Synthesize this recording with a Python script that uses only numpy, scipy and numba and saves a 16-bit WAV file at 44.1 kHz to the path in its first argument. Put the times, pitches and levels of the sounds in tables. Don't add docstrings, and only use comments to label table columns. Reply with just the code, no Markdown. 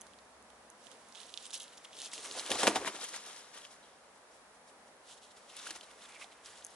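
import sys
import numpy as np
from scipy import signal
from scipy.fft import rfft, irfft
from scipy.io import wavfile
from scipy.ndimage import uniform_filter1d
from numba import njit

SR = 44100
rng = np.random.default_rng(int(sys.argv[2]) if len(sys.argv) > 2 else 0)


def wav_record(signal):
    frames = np.transpose(np.atleast_2d(signal))
    bounded = np.clip(frames, -1, 1)
    quanta = np.round(bounded * 32767).astype(np.int16)
    wavfile.write(sys.argv[1], SR, quanta)


def magnitude_from_level(level_db):
    exponent = np.asarray(level_db, float) / 20
    return 10 ** exponent


N = 297858

# frequency in Hz, level in dB per Hz.
GARDEN_HZ_DB = [(15, -64), (25, -34), (54, -12), (92, -17.5), (170, -12.5), (229, -6), (344, -9),
                (440, -4.5), (540, -1.5), (960, -3.5), (1430, -7.5), (1900, -9.5), (2580, -15.5),
                (6780, -18.5), (11000, -18.5), (14300, -55), (22000, -120)]
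# frequency in Hz, correlation from -1 to 1.
GARDEN_ALIKE = [(60, 0.87), (130, 0.94), (270, 0.82), (570, 0.78), (1220, 0.54), (2590, -0.2), (5490, -0.2),
                (11700, 0.023)]
# time in seconds, level in dB.
LORRY_DB = [
    (0, -78),
    (.1, -78),
    (.4, -75.5),
    (.7, -79),
    (.77, -100),
    (6.38, -100),
    (6.45, -76),
    (6.754, -95),
]
# time in seconds, level in dB.
TYRES_DB = [
    (0, -74),
    (1.1, -74.5),
    (1.55, -79),
    (1.8, -99),
    (6.3, -93),
    (6.754, -84),
]

# time in seconds, left minus right in dB in the treble,
# lead of the left port in microseconds.
HEN_PLACE = [(0, -4.5, -24), (.9, -11.5, -33), (1.4, -5, -15), (1.9, 0, -33), (2.3, -1.5, 13),
             (2.51, 1, 28), (2.6, 2, 35), (2.64, 1, 35), (2.676, 3, 45), (2.682, -4, 7), (2.72, 0.5, 40),
             (2.88, 2, 50), (3.5, 3, 55), (5, -3, 8), (5.7, 0.5, 36), (6.2, -3, 10), (6.754, 1, 16)]

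# lowest Hz, highest Hz, ring in cycles, grains per second, size scatter in dB,
# share of the pan as a ratio.
AIR_GRAIN = (50, 174, 1.4, 350, 1.5, 0.5)
BODY_GRAIN = (291, 1088, 2.6, 1500, 2.35, 0.2)
STALK_GRAIN = (970, 2670, 1.47, 2500, 2.8, 0.85)
LEAF_GRAIN = (2764, 4300, 2.86, 4000, 2.1, 0.9)
EDGE_GRAIN = (4760, 12360, 2.26, 5060, 0.81, 1.455)
STEM_GRAIN = (2050, 2750, 7.3, 1200, 1.9, 0.7)

# time in seconds, moving litter in dB, weight of the bird pressing on it in dB.
STIRRING = [(0.0, -68, -67.5), (0.51, -77.5, -73), (1.16, -63, -66.5), (1.37, -59, -67), (1.94, -66, -64.5),
            (2.1, -61, -59), (2.18, -51.5, -59), (2.52, -48, -49.5), (2.69, -48.5, -45),
            (3.05, -52.5, -57.5), (3.31, -57.5, -60.5), (3.97, -73.5, -72.5), (4.98, -84, -74),
            (5.55, -64, -69.5), (5.64, -61, -62.5), (6.36, -70, -64), (6.75, -62, -68.5)]
# peak in seconds, rise in ms, fall in ms, body level in dB.
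WING_BEATS = [(2.183, 5.3, 3.7, -48), (2.314, 40, 13, -55), (2.371, 12, 10, -46), (2.505, 2.5, 17, -34),
              (2.555, 10, 31, -45), (2.638, 5, 28, -35.5), (2.69, 6, 12, -38), (2.69, 96, 50, -41),
              (2.752, 6.9, 5, -40), (2.772, 12, 4, -37), (2.82, 28, 26, -43), (2.877, 3.5, 10, -43),
              (2.0, 36, 110, -66.5), (2.954, 12, 11, -50), (3.031, 20, 13, -55.5), (3.14, 26, 21, -60),
              (3.277, 11, 17, -57), (5.713, 13, 11, -56), (5.76, 9.5, 5.2, -57)]
# peak in seconds, rise in ms, fall in ms, level in dB.
STEM_DRAGS = [
    (6.04, 23, 30, -71),
    (6.16, 42, 20, -57.5),
    (6.9, 14, 8, -55),
    (6.225, 11, 7.4, -53),
    (5.55, 25, 41, -61),
]
# peak in seconds, rise in ms, fall in ms, leaf level in dB.
LEAF_BRUSHES = [(1.156, 6.1, 21, -56.5), (1.205, 26, 40, -57.5), (1.295, 7, 7.7, -58), (1.42, 32, 20, -58),
                (1.73, 5.4, 7.1, -57.5), (2.315, 4.2, 27, -55), (2.464, 4.2, 17, -48.5),
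                (3.836, 8, 61, -68.5), (5.317, 8, 4, -60.5), (5.836, 5.3, 5.5, -55), (6.323, 8.7, 10, -62)]
# peak in seconds, rise in ms, fall in ms, leaf level in dB.
CLAW_RAKES = [(0.916, 8.6, 24, -63.5), (1.458, 17, 11, -54.5), (1.544, 8.4, 13.7, -43.5),
              (1.603, 3, 22, -51.5), (2.0, 44, 26, -56), (2.059, 34, 12, -49), (2.119, 3, 10, -55),
              (2.136, 5.6, 18, -48.5), (2.187, 4, 10, -56), (2.229, 6.3, 6, -58), (5.123, 35, 18, -58),
              (5.179, 8.4, 7, -62.5), (5.232, 10, 30, -62), (5.504, 16, 28, -61.5), (5.57, 4.8, 10, -54.5),
              (5.595, 8, 6.8, -57.5), (6.152, 13, 13, -60.5)]
# peak in seconds, rise in ms, fall in ms, leaf level in dB.
LITTER_CRUSHES = [(1.849, 5.5, 4.8, -58.5), (2.26, 15, 9.7, -51), (2.395, 25, 12, -46.5),
                  (2.505, 2, 15, -40), (2.554, 36, 18, -46), (2.597, 10, 47, -39), (2.96, 10, 4.9, -50),
                  (3.044, 26, 10, -46.5), (3.149, 16, 23, -48.5), (3.271, 18, 67, -54.5),
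                  (3.37, 9.4, 28, -57.5), (3.547, 8.1, 14, -56), (3.579, 13, 14, -56),
                  (3.648, 12, 17, -58.5), (5.372, 5.3, 12, -62.5), (5.63, 50, 29, -56),
                  (5.673, 15, 38, -52), (5.709, 2, 6.8, -56), (5.757, 5.1, 8.3, -52),
                  (5.912, 4.8, 4.3, -61.5), (6.045, 31, 18, -61.5), (6.093, 5.8, 15, -61.5),
                  (6.226, 20, 13.5, -56.5), (6.464, 14, 46, -58.5), (6.578, 16, 26, -62)]
# peak in seconds, rise in ms, fall in ms, leaf level in dB.
SCRAP_SIFTS = [
    (0.868, 38, 19, -69),
    (3.091, 8.5, 9.5, -53.5),
    (3.615, 8, 8.7, -64),
    (3.721, 12, 19, -64),
    (4.155, 7, 25, -74),
    (4.349, 29, 25, -73),
    (4.551, 11, 9, -75),
    (4.687, 13, 15, -70.5),
    (4.88, 9, 7, -74),
]
# peak in seconds, rise in ms, fall in ms, leaf level in dB.
STALK_SLAMS = [
    (2.633, 3.5, 8.6, -36.5),
    (2.678, 6.4, 8.4, -33.5),
    (2.76, 5.3, 9, -38.5),
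    (2.879, 13, 7.8, -41),
]
# edge over leaf in dB, stalk over leaf in dB.
GESTURE_COLOURS = [
    (-1, -9),
    (2.5, -23),
    (4, -0.5),
    (8.5, -1.5),
    (3.5, 4),
]

# start in seconds, ring in Hz, leaf in dB, edge in dB, knock in dB.
LONE_SNAPS = [(2.1337, 2100, -33, -31, -32), (2.1792, 2870, -31, -37.5, -43), (2.5052, 4050, -26, -37, -35),
              (2.508, 3160, -30, -37, -31), (2.5166, 3100, -13, -21, -37), (2.5176, 1580, -24.5, -30, -30),
              (2.521, 3320, -22, -32, -39), (2.5247, 3560, -21, -34, -46), (2.5552, 2006, -26.5, -38, -27),
              (2.6328, 3080, -18, -23, -2.5), (2.6382, 2700, -25, -36, -40), (2.6705, 1950, -27, -17, -7),
              (2.676, 2020, -24, -14, -23), (2.6803, 2920, -26, -26, -22), (2.6826, 2000, -33, -35, -36),
              (2.7583, 2320, -21, -30, -17), (2.7625, 3100, -24, -28, -34), (2.77, 2430, -29, -31, -38),
              (2.8482, 1700, -31, -48, -13.5), (2.8615, 2020, -35, -41, -34), (2.8777, 2100, -22, -28, -31),
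              (3.014, 5430, -24, -44, -45), (3.1415, 1970, -30, -48, -39), (3.1627, 5210, -28, -28, -50)]
# start in seconds, pitch in Hz, ring in cycles, level in dB.
TWIG_RINGS = [(2.175, 293.5, 2.4, -53), (2.632, 556, 2.6, -29), (2.6337, 800, 1.1, -17),
              (2.6788, 560, 0.7, -7), (2.7621, 800, 1.3, -18), (2.6595, 700, 1.3, -21),
              (2.6706, 2620, 0.23, 4), (2.676, 3020, 0.28, 3), (2.679, 2400, 0.4, -10),
              (2.6794, 2400, 0.4, -7), (2.6828, 1500, 0.4, -8), (2.674, 207.6, 5.7, -35.5),
              (2.691, 325, 2.6, -26.5), (2.87, 202, 3.3, -44.5), (2.7575, 756, 4.6, -21.5),
              (2.872, 634, 5, -37.5), (5.6675, 1380, 2.8, -34.5), (5.6697, 1600, 2.6, -35),
              (3.83, 3950, 60, -60), (3.84, 3250, 60, -62), (5.689, 775, 2.1, -40.5),
              (6.142, 2700, 30, -55), (6.157, 2320, 30, -56), (6.197, 2450, 25, -54),
              (6.213, 1140, 5.6, -45), (6.214, 2240, 24, -51), (6.222, 2030, 17.6, -49)]
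# start in seconds, ring in Hz, level in dB.
LEAF_TICKS = [(0.135, 3200, -46), (0.1878, 4100, -44), (0.8687, 3320, -43.5), (1.1242, 4350, -45),
              (1.1494, 3630, -41), (1.2024, 3920, -36.5), (1.2323, 3700, -37.5), (1.2558, 4440, -43),
              (1.6803, 3800, -39), (1.7804, 5397, -35.5), (1.8488, 3150, -33.5), (1.8527, 3080, -36),
              (1.931, 3160, -36), (2.0105, 3320, -33), (2.0596, 3970, -30), (2.1374, 4780, -27.5),
              (2.3876, 4400, -29), (2.9635, 3190, -31), (3.6508, 2890, -32), (5.5001, 2970, -39),
              (5.5905, 3920, -34), (5.8101, 3100, -32), (6.4596, 5000, -32)]
# start in seconds, ring in Hz, level in dB.
LEAF_BREAKS = [(0.068, 4060, -45), (0.5028, 3400, -51.5), (0.9156, 3200, -47), (1.2152, 2818, -41),
               (1.4551, 3190, -36), (1.5127, 5170, -37), (1.6414, 3259, -38), (1.7765, 3450, -38.5),
               (1.9681, 4310, -38), (1.9887, 3800, -31), (2.0024, 3570, -31), (2.0178, 4088, -28),
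               (2.4628, 3083, -28.5), (3.5761, 3320, -39), (5.6722, 2560, -32.5), (5.707, 4440, -25.5),
               (5.7094, 2667, -31), (5.7116, 3800, -32), (6.242, 4090, -43), (6.5554, 2520, -52)]
# start in seconds, ring in Hz, level in dB.
LEAF_PINGS = [
    (1.34, 3500, -27),
    (1.3749, 3540, -23.5),
    (1.5072, 3630, -34),
    (2.3122, 4000, -24),
    (2.3954, 4130, -21),
    (6.6238, 3400, -40),
    (1.6042, 3231, -29.5),
    (2.1565, 4000, -34),
]
# start in seconds, level in dB.
EDGE_SPITS = [(0.0116, -37), (0.0163, -36), (0.4256, -53), (0.7013, -45), (1.0864, -51), (1.267, -46),
              (1.4261, -42), (1.5054, -37), (1.5368, -32), (1.5527, -31), (1.5766, -35), (1.6, -34),
              (1.62, -35), (1.632, -35), (2.2438, -35), (3.0417, -25), (5.568, -47), (5.6706, -35),
              (5.761, -34), (6.6434, -42), (6.6481, -27), (6.6662, -34.5), (6.7055, -49)]
# start in seconds, pitch in Hz,
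# level in dB.
LITTER_CHIPS = [(0.0172, 3200, -45), (1.1546, 3400, -38.5), (1.172, 3600, -43), (1.176, 3400, -41),
                (1.186, 3700, -44), (1.2051, 9600, -39.5), (1.2937, 5800, -47), (1.3295, 3200, -49),
                (1.4655, 8500, -34), (1.4662, 3300, -39), (1.4762, 8300, -41), (1.4986, 3300, -44),
                (1.5236, 6000, -43), (1.5417, 5500, -27), (1.5413, 10600, -28), (1.5813, 8500, -38),
                (1.7731, 7000, -41), (1.9391, 3500, -44), (1.9488, 3500, -45), (2.0249, 1900, -43),
                (2.0313, 800, -42), (2.116, 7000, -41), (2.1859, 7000, -36), (2.23, 7000, -36),
                (2.3296, 7000, -38), (2.3524, 800, -34.5), (2.4087, 800, -35.5), (2.4134, 1800, -40),
                (2.4623, 1800, -41), (2.4774, 3500, -33), (2.5556, 6900, -27), (2.5578, 800, -27),
                (2.5727, 4300, -26), (2.7688, 5000, -27), (2.8315, 1500, -35), (2.861, 1800, -27),
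                (2.9907, 800, -37.5), (3.042, 3300, -35), (3.1387, 6500, -41), (3.164, 800, -38.5),
                (3.5501, 1800, -46), (3.563, 1800, -44), (5.6377, 3800, -42), (5.6602, 7400, -42),
                (5.6725, 6500, -33), (5.7071, 1710, -35), (5.7125, 1700, -37), (5.7645, 1900, -41),
                (6.0535, 3500, -43), (6.1217, 6500, -46), (6.1231, 3500, -43), (6.1616, 1900, -46),
                (6.1721, 7000, -50), (6.244, 3500, -39), (6.4487, 7000, -44), (6.5048, 7000, -43),
                (6.5555, 7500, -44), (6.5747, 7000, -44),
                (0.0577, 1400, -54), (0.0663, 1400, -48), (1.3847, 3300, -41), (1.5463, 9500, -32),
               (1.5499, 9500, -36), (1.5739, 6000, -38), (1.5484, 3200, -32), (1.531, 3600, -34),
               (1.9888, 6500, -31), (1.9944, 3500, -43), (2.0256, 6500, -36), (2.0344, 6000, -37),
               (2.0465, 6500, -36), (2.075, 6500, -38), (2.124, 3700, -38), (2.1466, 6500, -34),
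               (2.1534, 6500, -36), (2.2504, 6500, -33), (2.2825, 6000, -36), (2.323, 6300, -34),
               (2.4015, 6300, -31), (2.496, 596, -30), (2.6038, 9300, -28), (2.6056, 9800, -25),
               (2.696, 9300, -31), (2.7552, 9000, -33), (2.7655, 800, -24), (2.7691, 900, -29),
               (2.7717, 1300, -28), (2.7745, 706, -30), (2.7823, 9300, -40), (2.8455, 9300, -39),
               (2.8747, 1570, -23), (2.878, 650, -30), (2.947, 3000, -41), (2.9494, 1400, -39),
               (3.0321, 6300, -36), (3.046, 6300, -31), (3.091, 6300, -31), (3.1683, 6300, -35),
               (3.557, 595, -48), (3.619, 3300, -44), (3.6439, 3300, -43), (3.6466, 3300, -43),
               (5.099, 1500, -47), (5.5665, 9800, -29.5), (5.5719, 9300, -37), (5.597, 3700, -37),
               (5.6776, 9300, -38), (5.7, 3000, -36), (5.833, 594, -45), (5.8716, 1500, -48),
               (6.0206, 3500, -44), (6.024, 3500, -42), (6.059, 3400, -41), (6.2262, 2430, -36),
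               (6.2426, 750, -43), (6.4526, 3500, -44), (6.4814, 3500, -46), (6.654, 9500, -42)]


def level(x, db):
    return x * magnitude_from_level(db) / np.sqrt(np.mean(x ** 2))


def high(x, hz, order):
    return signal.sosfilt(signal.butter(order, hz, "high", fs=SR, output="sos"), x)


def noise_band(low_hz, high_hz):
    band = signal.butter(2, (low_hz, high_hz), "band", fs=SR, output="sos")
    return signal.sosfilt(band, rng.standard_normal(N))


def garden():
    log_hz = np.log(np.arange(N // 2 + 1) * SR / N + 1)
    hz, db = np.transpose(GARDEN_HZ_DB)
    colour = magnitude_from_level(np.interp(log_hz, np.log(hz), db))
    hz, likeness = np.transpose(GARDEN_ALIKE)
    alike = np.clip(np.interp(log_hz, np.log(hz), likeness), -.9, .99)
    noise = rfft(rng.standard_normal((2, N)))
    mid, side = noise * colour * np.sqrt([1 + alike, 1 - alike])
    steps = np.repeat(rng.standard_normal(N // 4000 + 1), 4000)[:N]
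    swell = uniform_filter1d(steps, size=6000)
    gain_db = -61 - 20 * np.log10(np.std(irfft(mid, N)))
    return irfft(np.array([mid + side, mid - side]), N) * magnitude_from_level(gain_db + .6 * swell)


def lorry():
    t = np.arange(N) / SR
    wobble = uniform_filter1d(rng.standard_normal(N), size=4000) * 60
    drone_hz = 66 + 1.52 * wobble
    drone = np.sin(2 * np.pi * np.cumsum(drone_hz) / SR)
    engine = level(drone, -1.8) + level(noise_band(72, 125), -5.5)
    tyres = level(noise_band(195, 256), -0.71) + level(noise_band(740, 1100), 1.5)
    engine_gain = magnitude_from_level(np.interp(t, *np.transpose(LORRY_DB)))
    tyre_gain = magnitude_from_level(np.interp(t, *np.transpose(TYRES_DB)))
    return engine * engine_gain + tyres * tyre_gain


@njit
def rings(start, hz, damp, size, n):
    out = np.zeros((2, n))
    for g in range(len(hz)):
        turn = np.exp((2j * np.pi * hz[g] - damp[g]) / SR)
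        onset = np.exp(-6. * hz[g] / SR)
        for c in range(2):
            i = int(start[c, g]) + 1
            late = i - start[c, g]
            z = size[c, g] * turn ** late
            rest = onset ** late
            for k in range(i, min(n, i + int(6 * SR / damp[g]))):
                out[c, k] += z.imag * (1 - rest)
                z = z * turn
                rest = rest * onset
    return out


def hen_pan_db(s):
    at, pan_db, _ = np.transpose(HEN_PLACE)
    return np.interp(s, at, pan_db)


def placed(s, hz, cycles, size, pan_db, spread_us):
    at, _, lead_us = np.transpose(HEN_PLACE)
    lead = (np.interp(s, at, lead_us) + spread_us) * SR / 1e6
    start = np.maximum(s * SR + np.array([-lead, lead]) / 2, 0)
    port_size = size * magnitude_from_level(np.array([pan_db, -pan_db]) / 2)
    return rings(start, np.minimum(hz, .4 * SR), hz / cycles, port_size, N)


def swells(s, at, rise_ms, fall_ms, db):
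    since_ms = (s[:, None] - at) * 1000
    rise = 0.73 * (since_ms / rise_ms) ** 2
    fall = 1.014 * np.abs(since_ms / fall_ms) ** 1.14
    shape = np.where(since_ms < 0, rise, fall)
    return (magnitude_from_level(2 * db) * np.exp(-shape)).sum(axis=1)


def swarm(power, low_hz, high_hz, cycles, rate, scatter_db, pan_share):
    chance = rng.random((40000, 4)).T
    spread = rng.standard_normal((40000, 2)).T
    mean_gap_s = max(1 / rate, N / SR / 39000)
    s = np.cumsum(-np.log(1 - chance[0])) * mean_gap_s
    keep = s < N / SR
    s, chance, spread = s[keep], chance[:, keep], spread[:, keep]
    hz = low_hz * (high_hz / low_hz) ** chance[1]
    sign = np.sign(chance[3] - .5)
    size = magnitude_from_level(scatter_db * np.minimum(-np.log(1 - chance[2]), 3.2)) * sign
    grid = np.arange(0, N, 44) / SR
    wanted = np.interp(s, grid, power(grid))
    size *= np.sqrt(wanted * 4 * hz / cycles / rate / np.mean(size ** 2)) * magnitude_from_level(-1.0)
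    pan_db = pan_share * (hen_pan_db(s) + 8.3 * spread[0])
    size *= magnitude_from_level(1.5) / np.sqrt((magnitude_from_level(pan_db) + magnitude_from_level(-pan_db)) / 2)
    return placed(s, hz, cycles, size, pan_db, 12 * spread[1])


def wing_air():
    s, rise_ms, fall_ms, body_db = np.transpose(WING_BEATS)
    return swarm(lambda t: swells(t, s, 1.2 * rise_ms, 0.89 * fall_ms, body_db - 23), *AIR_GRAIN)


def chips():
    s, hz, db = np.transpose(LITTER_CHIPS)
    ring_ms = 0.42
    cycles = 1.3 + hz * ring_ms / 1e3
    return placed(s, hz, cycles, magnitude_from_level(db), 0.97 * hen_pan_db(s), 0)


def twigs():
    s, hz, cycles, db = np.transpose(TWIG_RINGS)
    return placed(s, hz, cycles, magnitude_from_level(db), .6 * hen_pan_db(s), 0)


def crack(s, hz, leaf_db, edge_db, top_db=0, splinter_db=0):
    chance = rng.random((len(s), 8)).T
    pan_db = 1.8 * hen_pan_db(s) + 4.0 * (chance[1] - .5)
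    out = placed(s, hz, 1.42, magnitude_from_level(leaf_db + 1.0), pan_db, 0)
    out -= placed(s, 6000 + 1200 * chance[0], 3.7, magnitude_from_level(edge_db - 1.0), pan_db, 0)
    out += placed(s, 10800 - 1500 * chance[0], 2.6, magnitude_from_level(edge_db + top_db + 3.5), pan_db, 0)
    for late, tone in chance[2:].reshape(3, 2, -1):
        splinter_s = s + .0008 + .006 * late
        splinter_hz = hz * (.8 + .8 * tone)
        size = magnitude_from_level(leaf_db + splinter_db - 11 - 9 * late)
        out += placed(splinter_s, splinter_hz, 3.5, size, pan_db, 0)
    return out


def ticks():
    leaves = 0
    for rows, edge_db, top_db in ((LEAF_TICKS, -10.5, 0), (LEAF_BREAKS, -3.5, 0), (LEAF_PINGS, -12, -7)):
        s, hz, db = np.transpose(rows)
        leaves = leaves + crack(s, hz, db, db + edge_db, top_db, top_db / 2)
    s, db = np.transpose(EDGE_SPITS)
    spits = crack(s, np.full(len(s), 5800.0), db - 11, db)
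    return high(leaves, 2600, order=8) + high(spits, 4600, order=5)


def snaps():
    s, hz, leaf_db, edge_db, knock_db = np.transpose(LONE_SNAPS)
    knock_hz = 900 + 600 * rng.random(len(s))
    knock = placed(s, knock_hz, 0.41, magnitude_from_level(knock_db - 4.5), .6 * hen_pan_db(s), 0)
    return crack(s, hz, leaf_db, edge_db) + knock


def rustle():
    at, litter_db, weight_db = np.transpose(STIRRING)
    kinds = (LEAF_BRUSHES, CLAW_RAKES, LITTER_CRUSHES, SCRAP_SIFTS, STALK_SLAMS)
    s, rise_ms, fall_ms, leaf_db = np.vstack(kinds).T
    edge_db, stalk_db = np.repeat(GESTURE_COLOURS, [len(k) for k in kinds], axis=0).T

    def stir(t, db):
        return magnitude_from_level(2 * np.interp(t, at, db))

    def gestures(t, db):
        return swells(t, s, rise_ms, fall_ms, db)

    body = swarm(lambda t: stir(t, weight_db - 6.5) + swells(t, *np.transpose(WING_BEATS)), *BODY_GRAIN)
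    stalk = swarm(lambda t: stir(t, weight_db) + gestures(t, leaf_db + stalk_db), *STALK_GRAIN)
    leaf = swarm(lambda t: stir(t, litter_db - 5) + gestures(t, leaf_db), *LEAF_GRAIN)
    edge = swarm(lambda t: stir(t, litter_db) + gestures(t, leaf_db + edge_db), *EDGE_GRAIN)
    stem = swarm(lambda t: swells(t, *np.transpose(STEM_DRAGS)), *STEM_GRAIN)
    return body + stalk + high(leaf, 2350, order=4) + edge + stem


def scene():
    hens = high(rustle() + snaps() + ticks() + twigs() + chips(), 170, order=3)
    echo_s = .0042
    fence = magnitude_from_level(-16.0) * np.roll(hens[::-1], int(echo_s * SR), axis=1)
    return hens + wing_air() + fence + garden() + lorry()


def roll_off(x):
    return signal.sosfilt(signal.butter(12, 11800, fs=SR, output="sos"), x)


def record(dry):
    thin = high(dry, 30, order=2)
    top_cut = signal.ellip(12, .3, 52, 11060, fs=SR, output="sos")
    leak = magnitude_from_level(-33) * high(thin, 11500, order=8)
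    mix = signal.sosfilt(top_cut, thin) + leak
    return roll_off(mix)


dry = scene()
out = record(dry)
wav_record(out)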